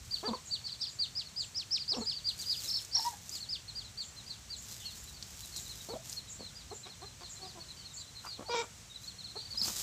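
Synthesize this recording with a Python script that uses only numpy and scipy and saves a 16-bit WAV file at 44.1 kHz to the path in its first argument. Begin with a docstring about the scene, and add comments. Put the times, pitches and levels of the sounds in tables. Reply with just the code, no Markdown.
"""A rural yard: a hen and her chicks among dry leaves, picked up almost in mono by a phone.
The chicks peep and trill with gliding near-sines; the hen clucks, whines and squawks once, harmonics
ringing in her throat. Leaves rustle in tiny grains as a piglet roots, twigs crack, and at the end
a chicken flaps up with bursts of noise. Thin calls of small birds come from far off over a low, hissing
yard air; weak echoes return from posts and sheds."""
import sys
import numpy as np
from scipy import signal
from scipy.fft import rfft, irfft, next_fast_len
from scipy.io import wavfile

SR = 44100
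rng = np.random.default_rng(int(sys.argv[2]) if len(sys.argv) > 2 else 0)


def dump_mix(stems):
    """Bounce the given channels to the path in sys.argv[1] as a 16-bit WAV at rate SR."""
    frames = np.atleast_2d(stems).T  # one column per channel
    limited = np.clip(frames, -1, 1)  # hard clip at full scale
    pcm = np.round(limited * 32767).astype(np.int16)
    wavfile.write(sys.argv[1], SR, pcm)


N = 433062
TIME = np.arange(N) / SR
CUTOFF_HZ = 15300  # top of the phone's range


def undb(db):
    """Decibels to an amplitude factor."""
    return 10 ** (np.asarray(db) / 20)


def unit(x):
    """Scale to rms 1."""
    return x / np.sqrt(np.mean(x ** 2) + 1e-20)


def curve(rows, t):
    """Columns of a table joined by straight lines in time."""
    times, *columns = np.transpose(rows)
    return [np.interp(t, times, column) for column in columns]


def add(out, start, x):
    """Mix x in from a start in seconds."""
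    i = max(int(start * SR), 0)
    out[i:i + len(x)] += x[:max(len(out) - i, 0)]


def colour(x, outline):
    """Filter by an outline of frequency in Hz and gain in dB."""
    hz, db = np.transpose(outline)
    f = np.fft.rfftfreq(len(x), 1 / SR) + 1
    gain_db = np.interp(np.log(f), np.log(hz), db)
    return irfft(rfft(x) * undb(gain_db), len(x))


def band(size, hz, width_hz):
    """Noise in one rounded band, rms 1."""
    n = next_fast_len(size)
    f = np.fft.rfftfreq(n, 1 / SR)
    spectrum = rfft(rng.standard_normal(n)) / (1 + ((f - hz) / width_hz) ** 4)
    return unit(irfft(spectrum, n)[:size])


def walk(size, rate):
    """Smooth chance with a spread near 1: random points, rate per second, joined by lines."""
    u = np.arange(size) * rate / SR
    count = int(u[-1]) + 2
    # joining by lines shrinks the spread; the factor restores it
    return np.sqrt(3 / 2) * np.interp(u, np.arange(count), rng.standard_normal(count))


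# Outline of the distant hiss. Each row: frequency in Hz, relative level in dB.
YARD_HISS = [(15, -35), (25, -16), (104, 4), (204, -6.5), (322, -14), (445, -14.5), (614, -15), (1750, -15),
             (3000, -15), (4150, -13), (5000, -14.5), (5570, -11), (7700, -11.5), (9810, -24.5),
             (15500, -29.5)]
# Low rumble of the air. Each row: time in seconds, level in dB before the overall trim.
RUMBLE = [(0, -50), (.3, -66.5), (2.5, -60), (3.3, -66), (3.7, -56), (4.2, -57.5), (5, -53.5), (6.1, -56),
          (6.6, -56.5), (8.2, -63.5), (9.4, -58), (9.8, -60)]


def yard_air(hiss_db=-53.5, rumble_trim_db=-3.0, flicker_db=2.0):
    """Distant outdoor hiss over a low rumble whose bands swell each on their own."""
    hiss = unit(colour(rng.standard_normal(N), YARD_HISS))
    hiss = hiss * undb(hiss_db + .5 * walk(N, 6.6))
    bands = band(N, 59.3, 14.4), 0.79 * band(N, 99.4, 27.0), 0.37 * band(N, 195, 48.0)
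    rumble = unit(sum(b * undb(flicker_db * walk(N, 13)) for b in bands))
    return hiss + rumble * undb(curve(RUMBLE, TIME)[0] + rumble_trim_db)


def surroundings(x, near_db, far_db, near_s=0.014, t60=0.21):
    """Quick scatter from ground and posts, then a thin tail from trees and sheds."""
    t = np.arange(SR // 2) / SR
    near = rng.standard_normal(len(t)) * (rng.random(len(t)) < .02)  # sparse returns
    near = near * np.exp(-t / near_s) * (t > .002)
    far = rng.standard_normal(len(t)) * undb(-60 * t / t60) * (t > .015)
    echo = undb(near_db) * near / np.linalg.norm(near) + undb(far_db) * far / np.linalg.norm(far)
    return x + signal.fftconvolve(x, echo)[:N]


def bounces(x, db, spread_s=.012, late_db=-16, count=4):
    """Ground and posts return quick copies, a shed wall one late one; paths differ for each call."""
    paths = rng.random((count, 2))
    out = np.r_[x, np.zeros(SR // 10)]
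    for lag, size in paths:
        copy = x * undb(db) * (size + .5) * rng.choice([-1, 1])
        add(out, 0.00043 + spread_s * lag ** 2, copy)
    add(out, 0.023 + .025 * rng.random(), x * undb(late_db))
    return out * np.linalg.norm(x) / np.linalg.norm(out)  # echoes add no energy


def whistle(hz, waver, octave_db=-30):
    """A tiny syrinx: nearly a sine, with a faint octave."""
    phase = 2 * np.pi * np.cumsum(hz * (1 + waver * walk(len(hz), 523.7))) / SR
    return np.sqrt(2) * (np.sin(phase) + undb(octave_db) * np.sin(2 * phase))


# Thin calls of a distant bird. Each row: start in seconds, level in dB before the trees smear it.
TSIPS = [(0.451, -48), (.88, -54), (1.39, -48), (1.97, -48.5), (3.321, -48.5), (4.012, -50), (4.56, -48.5),
         (4.97, -53), (5.56, -46), (6.283, -46), (6.729, -48.5), (7.291, -47), (7.931, -45.5), (8.549, -47),
         (9.03, -55.5)]
# Chirps of a second distant bird. 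Each row: start in seconds, first pitch in Hz, drop in Hz,
# level in dB before the smear, pitch waver as a share.
FAR_CHIRPS = [(4.79, 3445, 600, -51, 0.062), (7.76, 3120, 40, -57.5, 0.024)]


def far_birds(top_hz=7550, dip_hz=1000, length_s=.1, smear_s=0.017):
    """A thin warbling note and a few lower chirps, all smeared by the trees."""
    out = np.zeros(N)
    u = np.linspace(0, 1, int(length_s * SR))
    for start, db in TSIPS:
        hz = top_hz - dip_hz * np.sin(2 * np.pi * u) ** 4 * (1 - u ** 2)
        swell = np.minimum(u / 0.012, 1) * (1 - u) ** .5
        add(out, start, whistle(hz, waver=0.015) * undb(db) * swell)
    for start, hz, drop_hz, db, waver in FAR_CHIRPS:
        add(out, start, whistle(hz - drop_hz * u, waver) * undb(db) * np.sin(np.pi * u) ** .5)
    t = np.arange(SR // 3) / SR
    trees = rng.standard_normal(len(t)) * np.exp(-t / smear_s)
    return signal.fftconvolve(out, trees / np.linalg.norm(trees))[:N]


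# Feet, snout and wings stir the dry leaves. Each row: start of the full stir in seconds,
# length in seconds, level in dB.
STIRS = [(.02, 0.18, -58.5), (2.278, 0.044, -59), (2.398, 0.036, -53), (2.523, 0.12, -49),
         (2.679, 0.076, -56), (2.808, 0.029, -50.5), (3.02, 0.071, -50), (3.265, 0.1, -52),
         (4.67, 0.083, -51), (4.853, 0.2, -57.5), (5.12, 0.24, -59), (5.344, 0.059, -59),
         (5.506, 0.19, -53.5), (5.766, 0.14, -55), (6.109, 0.027, -45), (8.244, 0.015, -54),
         (9.03, .03, -58.5), (9.642, 0.042, -42), (9.762, 0.081, -42)]
# Outline of the crackle. Each row: frequency in Hz, relative level in dB.
LEAF_CRACKLE = [(300, -10.5), (1000, -17), (2500, -12), (5000, -1.5), (7500, -0.5), (9800, -13),
                (11500, -8.5), (15500, -12.5)]


def litter(grains_per_s=1700, spread_db=6, clump_db=2.0, shove_db=2.0, dense_db=-45):
    """Leaves crackle in clumps of tiny grains; a stir swells and settles, a hard one rustles densely."""
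    force = np.zeros(N)
    for start, length, db in STIRS:
        # time constants: a short edge plus a share of the length
        attack_s, release_s = 0.018 + 0.58 * length, 0.018 + 0.22 * length
        before = np.minimum(TIME - start, 0)
        after = np.maximum(TIME - start - length, 0)
        force += undb(db) * np.exp(before / attack_s - after / release_s)
    density = np.minimum(grains_per_s / SR * (1 + (force / undb(dense_db)) ** 2), 1)
    sizes = undb(spread_db * np.minimum(rng.exponential(size=N), 3.5))
    grains = (rng.random(N) < density) * rng.choice([-1, 1], N) * sizes
    clumps = undb(clump_db * walk(N, 140) + shove_db * walk(N, 20))
    return unit(colour(grains / np.sqrt(density) * clumps, LEAF_CRACKLE)) * force


# Twigs cracking. Each row: start in seconds, approximate peak in dB, centre in Hz.
TWIGS = [(2.378, -39, 9000), (2.415, -30.5, 7060), (2.822, -40, 9000), (2.849, -34, 7100),
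         (3.108, -41, 8340), (3.294, -30, 6740), (3.32, -43, 11000), (5.04, -42, 12000), (5.226, -27, 5430),
         (5.458, -38.5, 10000), (5.562, -28, 5350), (5.57, -35, 9500), (6.097, -30, 7340),
         (6.128, -31.5, 5500), (9.68, -31, 6460), (9.684, -27, 5970)]


def twigs(snap_s=0.0033):
    """A thin twig cracks with a brief, bright tick of decaying noise."""
    out = np.zeros(N)
    t = np.arange(SR // 40) / SR
    for start, db, hz in TWIGS:
        # noise of rms 1 peaks well above 1, so it is halved
        add(out, start, .5 * undb(db) * band(len(t), hz, 0.27 * hz) * np.exp(-t / snap_s))
    return out


# Wing strokes. Each row: middle in seconds, air thump in dB, feather slap in dB,
# time from the middle down to 1/e in seconds.
WINGBEATS = [(9.547, -54.5, -54.5, 0.008), (9.62, -49.5, -57, 0.018), (9.659, -50.5, -53, 0.01),
             (9.682, -41, -40.5, 0.0033), (9.698, -49, -48.5, 0.014), (9.795, -62, -51.5, 0.0037)]


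def wings(feather_db=-3):
    """Each stroke pushes a puff of air, slaps the body and swishes the feathers."""
    out = np.zeros(N)
    t = np.arange(-SR // 30, SR // 30) / SR
    for middle, thump_db, slap_db, stroke_s in WINGBEATS:
        slap = band(len(t), 980, 610) + undb(feather_db) * band(len(t), 5100, 3000)
        stroke = undb(thump_db) * band(len(t), 184, 106) + undb(slap_db) * slap
        add(out, middle + t[0], stroke * np.exp(-(t / stroke_s) ** 2))
    return out


# Resonances of the hen's throat. Each row: centre in Hz, full width in Hz, relative gain in dB.
THROAT = [(218, 63, 10.5), (526, 280, 0), (740, 37, -8), (1019, 83, 2), (1240, 330, -0.5), (1676, 130, 1.5),
          (2325, 120, 11.5), (3560, 600, 13), (5540, 1500, 15.5)]


def hen_call(rows, ring_db=0, ring_hz=1030, hiss_db=-21, jitter=0.162, shimmer=2.06,
             closed_db=-15, rasp_db=-9, ring_width_hz=130):
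    """Harmonics through the throat; a closed beak dulls, roughness shakes, one resonance may grow."""
    t = np.arange(rows[0][0], rows[-1][0], 1 / SR)
    hz, db, rough, beak = curve(rows, t)
    rough = np.clip(rough, 0, 1)
    shaken_hz = hz * (1 + jitter * (rough + 0.04) * walk(len(t), 451.0))
    phase = 2 * np.pi * np.cumsum(shaken_hz) / SR
    k = np.arange(1, 17)[:, None]  # harmonic numbers
    f = k * hz
    gain = sum(undb(g) / (1 + (2 * (f - centre) / width) ** 2) for centre, width, g in THROAT)
    octaves = np.log2(np.maximum(f / 800, 1))
    gain = gain * undb(closed_db * (1.5 - beak) * octaves) * (f < CUTOFF_HZ)
    ring = np.exp(-((f - ring_hz) / ring_width_hz) ** 2)
    gain = gain * undb(ring_db * np.linspace(0, 1, len(t)) * ring)
    gain /= np.sqrt(np.sum(gain ** 2, axis=0) / 2)
    lags = 2 * np.pi * rng.random(k.shape)  # the windpipe holds each harmonic back by its own amount
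    voice = np.sum(gain * np.sin(k * phase + lags), axis=0)
    voice = voice * (1 + shimmer * rough * walk(len(t), 498.4))
    pulses = 1 + np.cos(phase)  # breath noise comes once a cycle
    rasp = undb(rasp_db) * rough * band(len(t), 600, 400) * pulses
    hiss = undb(hiss_db) * beak ** 2 * band(len(t), 2200, 2000) * pulses  # air through the open beak
    return (voice + rasp + hiss) * undb(db) * signal.windows.tukey(len(t), .05)


def broken_cluck(start, growl_s, knee_hz, top_hz, close_hz, db, growl_db, beak, growl_rough=0.22):
    """Rows of a call that starts hoarse, climbs, breaks into a sagging growl and jumps up to close."""
    climb_s, break_s, close_s = .046, 0.007, 0.021
    growl_hz, sag_hz = 263.3, 1196 * growl_s  # it sags by 1196 Hz per second
    growl = start + climb_s + break_s
    close = growl + growl_s + break_s
    # each row: time in seconds, pitch in Hz, level in dB, roughness 0-1, beak opening 0-1
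    return [(start, 263, db - 6, .25, 0),
            (start + .4 * climb_s, knee_hz, db - 0.5, .08, beak),
            (start + climb_s, top_hz, db - 3.5, .1, beak),
            (growl, growl_hz, growl_db - 1.0, growl_rough, .25),
            (growl + growl_s / 2, growl_hz - sag_hz / 2, growl_db, growl_rough, .15),
            (growl + growl_s, growl_hz - sag_hz, growl_db - 5, growl_rough, .15),
            (close, close_hz, db, .15, beak),
            (close + close_s / 2, close_hz, db + 2.0, .08, beak),
            (close + close_s, 0.88 * close_hz, db - 11, .2, 0)]


# The hen's whine and her squawk. Each row: time in seconds, pitch in Hz, level in dB,
# roughness 0-1, beak opening 0-1.
WHINE = [(2.945, 822, -57.5, 0.62, 0.9), (3.0, 885, -42, 0.26, 0.14), (3.025, 919, -72, 0.3, .1),
         (3.055, 927, -38, 0.1, 0.3), (3.07, 963, -31.5, 0, 0.15), (3.086, 956, -34, 0, .13),
         (3.097, 936, -66, 0.1, .1), (3.14, 826, -47, 0.13, 0), (3.165, 790, -71, 0.2, .1)]
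SQUAWK = [(8.378, 249, -52, .5, 0), (8.397, 262, -48.5, 0.31, 0.1), (8.43, 311.5, -53.5, 0.41, 0.71),
          (8.45, 881, -60, .1, 0), (8.475, 864, -58, .05, 0), (8.486, 738, -48, .16, 0),
          (8.497, 477, -39, 0.14, 0.47), (8.52, 468, -37.5, 0.036, 0.94), (8.545, 489, -33.5, 0.27, .82),
          (8.57, 456.4, -35, 0.079, 0.94), (8.6, 465.6, -34, 0.048, 0.91), (8.62, 462.5, -38.5, 0.18, 0.95),
          (8.65, 328, -55, 0.77, .4)]
# Calls that break between registers. Each row: start in seconds, growl length in seconds,
# mid-climb pitch in Hz, top pitch in Hz, closing pitch in Hz, reference level in dB,
# mid-growl level in dB, beak opening 0-1, resonance in Hz, resonance gain by the end in dB.
BROKEN_CLUCKS = [(.227, 0.049, 421.5, 434, 508, -38.5, -37.5, 0.56, 1040, 13),
                 (1.916, .042, 357, 542, 444, -44.5, -40.5, 0.25, 220, 4),
                 (5.885, .012, 430, 484, 654, -42, -41, 0.05, 600, 14)]
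# Short soft clucks. Each row: start in seconds, length in seconds, first pitch in Hz, last pitch in Hz,
# mid-call level in dB, mid-call roughness 0-1, beak opening 0-1.
CLUCKS = [(6.39, 0.05, 275, 261, -57, 0.58, 0), (6.705, 0.038, 294, 530, -45, 0.2, 0.1),
          (6.855, 0.047, 332, 478, -51.5, 0.33, 0.92), (7.016, 0.043, 336, 429, -47.5, 0.1, 0.56),
          (7.204, 0.044, 355, 344, -53, 0.25, 0.85), (7.391, 0.11, 389, 355, -51.5, 0.13, 0),
          (7.552, 0.057, 360, 323, -51, 0.23, .1), (8.238, 0.047, 1248, 1130, -51, 0.72, 0.2),
          (9.35, 0.03, 341, 458, -46, 0.29, 0.3)]


def hen(cluck_edge_db=-12, cluck_edge_rough=0.096):
    """A whine, a squawk, calls that break between registers, and soft clucks that glide in pitch."""
    out = np.zeros(N)
    add(out, WHINE[0][0], hen_call(WHINE))
    add(out, SQUAWK[0][0], hen_call(SQUAWK, ring_db=7.5, ring_hz=1120, ring_width_hz=350))
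    for *course, ring_hz, ring_db in BROKEN_CLUCKS:
        add(out, course[0], hen_call(broken_cluck(*course), ring_db, ring_hz))
    u = np.linspace(0, 1, 9)
    edge = 1 - np.sin(np.pi * u)  # 1 at both ends, 0 in the middle
    for start, length, first_hz, last_hz, db, rough, beak in CLUCKS:
        hz = (first_hz + u * (last_hz - first_hz)) * (1 + 0.011 * rng.standard_normal(len(u)))
        swell_db = db + cluck_edge_db * edge + 2 * rng.standard_normal(len(u))
        roughness = rough + cluck_edge_rough * edge
        beaks = np.full(len(u), beak)
        rows = np.column_stack([start + u * length, hz, swell_db, roughness, beaks])
        add(out, start, hen_call(rows))
    return out


def peep(top_hz, fall_s, db, near_bounce_db=-14, far_bounce_db=-5, flutter_db=0.9):
    """An arch of pitch that plunges; a harder (higher) call climbs longer and drops deeper."""
    effort = np.clip((top_hz - 3500) / 1700, .15, 1.2)
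    near = np.interp(db, [-52, -36], [0, 1])  # fainter chicks stand further off, among more echoes
    rise_s = .028 * effort
    t = np.arange(-rise_s, 1.1 * fall_s, 1 / SR)
    v = np.where(t < 0, t / rise_s, t / fall_s)  # -1 at the start, 0 at the top
    climb = 1 - 0.1676 * effort * v ** 2
    plunge = 1 - (0.0893 + .4 * effort) * np.abs(v) ** 1.5
    hz = top_hz * np.where(v < 0, climb, plunge)
    # weak peeps die away before the pitch has dropped far
    decay_db = (37 - 11 * effort) * np.maximum(v - .28 - 0.13 * near, 0)
    swell_db = flutter_db * walk(len(t), 148) - 12 * np.minimum(v, 0) ** 2 - decay_db
    # the throat rings as the falling pitch of a loud peep passes it
    ring = np.exp(-((hz - 4423) / 90) ** 2) * np.clip(4 * v, 0, 1)
    swell_db = swell_db + near * 6 * (ring - .25)
    edges = signal.windows.tukey(len(t), .1)
    bounce_db = far_bounce_db + near * (near_bounce_db - far_bounce_db)
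    sound = whistle(hz, waver=0.0086, octave_db=-19.5) * undb(db + swell_db) * edges
    return rise_s, bounces(sound, bounce_db, late_db=bounce_db - 6)


def arched_note(length, hz, buzz, bow=0.057, buzz_hz=330):
    """A short arch of pitch and level; the two sides of the syrinx may beat into a buzz."""
    t = np.arange(0, length, 1 / SR)
    arch = np.sin(np.pi * t / length)
    beat = np.clip(buzz, 0, 1) * np.sin(2 * np.pi * buzz_hz * t)
    bent_hz = hz * (1 - bow * (1 - arch) + 0.073 * beat)
    return whistle(bent_hz, waver=0.0085) * (1 + beat) * np.sqrt(arch)


# A trill rings at both turns of its pitch. Each row: frequency in Hz, gain in dB.
TRILL_THROAT = [(3700, 3.5), (4300, 3), (4800, -7), (5450, 1.5), (5900, 0.5)]


def trill(length, rate, low_hz, high_hz, db, fade_db, drop_hz, waver,
          flutter_db=3.0, bounce_db=-15, drop_s=0.006):
    """A chain of round pitch arches, which may blur and drop at the close."""
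    t = np.arange(0, length, 1 / SR)
    arches = np.abs(np.sin(np.pi * rate * t)) ** .7
    hz = low_hz + (high_hz - low_hz) * arches - drop_hz * np.exp((t - length) / drop_s)
    swell = undb(db + fade_db * (t / length - 1.0) + flutter_db * walk(len(t), 103))
    swell = swell * signal.windows.tukey(len(t), .1)
    return colour(bounces(whistle(hz, waver) * swell, bounce_db), TRILL_THROAT)


# Peeps of the chicks, near and far. Each row: time of the top of the arch in seconds,
# top pitch in Hz, fall in seconds, level in dB before its swell.
PEEPS = [(0.128, 4830, 0.046, -36.5), (0.169, 4660, 0.053, -47), (.27, 4763, 0.03, -38),
         (0.347, 4550, .034, -47.5), (.495, 4100, .045, -55), (.526, 4700, 0.045, -34),
         (0.657, 4660, 0.038, -41.5), (.682, 4320, 0.033, -46.5), (.713, 4760, 0.044, -44.5),
         (.802, 4220, 0.043, -48), (.824, 4920, 0.042, -38), (.872, 4890, 0.036, -44.5),
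         (1.007, 4780, 0.053, -33), (1.176, 5110, 0.049, -36), (1.261, 4480, 0.047, -53),
         (1.384, 5055, 0.061, -36.5), (1.573, 5220, 0.057, -36.5), (1.736, 5350, 0.047, -31.5),
         (1.812, 4850, 0.035, -42.5), (1.903, 5100, 0.045, -32), (2.02, 4390, 0.046, -43.5),
         (2.079, 4990, 0.051, -35.5), (2.115, 5160, 0.037, -43), (2.157, 4780, 0.054, -43.5),
         (2.255, 4740, 0.044, -45), (2.274, 4860, 0.042, -33.5), (2.403, 4770, 0.046, -43.5),
         (2.475, 4920, 0.077, -40.5), (2.508, 4990, 0.05, -33.5), (2.577, 4940, 0.051, -44),
         (2.652, 4110, 0.035, -46.5), (2.748, 4580, 0.052, -38.5), (2.931, 4780, 0.046, -42.5),
         (3.336, 5090, 0.056, -43.5), (3.415, 4480, 0.055, -44.5), (3.513, 5160, 0.057, -37.5),
         (3.69, 4330, 0.027, -46), (3.771, 4880, 0.061, -42.5), (3.85, 4120, 0.049, -52.5),
         (3.992, 4730, 0.051, -40), (4.173, 4200, 0.062, -50.5), (4.282, 4850, 0.08, -46.5),
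         (4.305, 4200, 0.031, -49), (4.51, 4715, 0.059, -45), (4.535, 4190, 0.031, -48),
         (4.72, 4260, .05, -57), (4.861, 4400, 0.07, -45), (4.92, 4450, 0.048, -54.5),
         (5.08, 4050, 0.039, -53.5), (5.145, 4630, 0.08, -56.5), (5.433, 4050, .046, -52.5),
         (5.531, 4410, 0.055, -52), (5.566, 4210, 0.025, -44.5), (5.655, 4110, 0.038, -53),
         (5.7, 4230, 0.049, -47.5), (5.79, 3990, 0.056, -53.5), (5.9, 4430, 0.055, -48),
         (6.177, 4390, 0.035, -43), (6.28, 3970, 0.033, -57), (6.4, 4490, 0.068, -53),
         (6.446, 4240, 0.063, -48.5), (6.569, 4900, 0.077, -53), (6.71, 4230, 0.043, -54.5),
         (6.84, 4120, 0.025, -50.5), (6.9, 4260, 0.049, -54.5), (7.02, 4260, 0.031, -54),
         (7.059, 4220, 0.069, -53.5), (7.215, 4700, 0.07, -53.5), (7.255, 4280, 0.047, -53),
         (7.365, 4200, 0.053, -55.5), (7.428, 4450, 0.042, -48), (7.462, 4980, 0.08, -53),
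         (7.612, 4480, 0.04, -50), (7.695, 4260, 0.041, -50), (7.78, 4690, 0.077, -55),
         (7.855, 4350, 0.039, -50), (7.908, 3860, 0.049, -57), (7.976, 4430, 0.057, -52),
         (7.989, 4830, 0.062, -55), (8.014, 4090, 0.043, -51.5), (8.08, 4130, 0.04, -56),
         (8.16, 4260, 0.05, -50), (8.19, 4180, 0.045, -52), (8.28, 4860, 0.068, -48),
         (8.325, 4390, 0.053, -46.5), (8.474, 4540, 0.032, -51), (8.5, 4940, 0.049, -46.5),
         (8.902, 3820, 0.064, -54), (8.952, 4100, 0.044, -49), (9.04, 4080, 0.042, -54),
         (9.082, 4380, 0.042, -46.5), (9.191, 4270, 0.048, -48.5), (9.246, 4360, 0.037, -45),
         (9.285, 4300, 0.064, -52), (9.366, 4300, .03, -46), (9.38, 4460, 0.038, -43.5),
         (9.415, 4670, 0.051, -50), (9.46, 4640, 0.026, -48), (9.52, 4610, 0.038, -44.5),
         (9.557, 4220, .033, -48), (9.75, 4130, 0.046, -50.5)]
# Short arched notes: second voices at the tops of hard peeps, and the loud start of the last trill.
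# Each row: start in seconds, length in seconds, pitch at the top of its arch in Hz,
# level in dB, buzz 0-1.
ARCHED_NOTES = [(.661, 0.033, 4940, -51, 0.8), (0.811, 0.022, 5460, -39.5, 0.2),
                (1.172, 0.011, 5530, -46.5, 0.1), (1.567, 0.024, 5660, -43, 0.2),
                (1.721, 0.031, 5770, -42, 0.1), (1.897, 0.019, 5550, -44.5, 0.3),
                (1.942, 0.036, 5470, -46, 0.4), (9.573, .015, 5010, -33.5, 0)]
# Chick trills. Each row: start in seconds, length in seconds, arches per second, low pitch in Hz,
# high pitch in Hz, level at the end in dB, change of level up to there in dB, closing drop in Hz,
# pitch waver as a share.
TRILLS = [(2.675, .12, 35, 3930, 5420, -37.5, 1, 0, 0.0092), (2.923, .02, 42, 4460, 5380, -39.5, 3, 0, .01),
          (2.943, 0.056, 37.6, 4116, 5590, -38, -6.5, 0, 0.013),
          (2.998, 0.082, 36.5, 4255, 5430, -41.5, 2, 1100, 0.052),
          (9.576, 0.042, 25, 4530, 5350, -35, 6, 0, 0.0086),
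          (9.615, 0.034, 30, 4220, 5130, -34.5, -3.5, 0, .015)]


def chicks():
    """Peeps, short arched notes and trills, near-sines gliding in pitch."""
    out = np.zeros(N)
    for top_s, top_hz, fall_s, db in PEEPS:
        rise_s, sound = peep(top_hz, fall_s, db)
        add(out, top_s - rise_s, sound)
    for start, length, hz, db, buzz in ARCHED_NOTES:
        add(out, start, bounces(arched_note(length, hz, buzz) * undb(db), -21))
    for start, *shape in TRILLS:
        add(out, start, trill(*shape))
    # the phone's dip near 10 kHz takes most of the upper octave
    return colour(out, [(8500, 2.5), (9800, -59)])


# Diffuse yard air that differs between the ears. Each row: frequency in Hz, gain in dB.
WIDTH = [(30, -20), (70, -34), (300, -9.5), (1000, -10), (2500, -12.5), (5000, -20), (8000, -41.5),
         (12000, -10)]


def scene(bird_side_db=-24):
    """All stands ahead; only a trace of the yard air and the far birds differs between the ears."""
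    mid = surroundings(chicks() + twigs(), near_db=-15.5, far_db=-12.5)
    mid = mid + surroundings(hen() + wings(), near_db=-10, far_db=-15.5)
    mid = mid + surroundings(litter(), near_db=-5, far_db=-5)
    mid = mid + far_birds() + yard_air()
    side = colour(yard_air(), WIDTH) + undb(bird_side_db) * far_birds()
    return np.array([mid + side, mid - side])


def record(dry):
    """The phone's microphones drop the deepest bass and cut the top."""
    dry = signal.sosfilt(signal.butter(4, 36, "high", fs=SR, output="sos"), dry)
    return signal.sosfilt(signal.ellip(10, .2, 70, CUTOFF_HZ, fs=SR, output="sos"), dry)


dry = scene()
out = record(dry)
dump_mix(out)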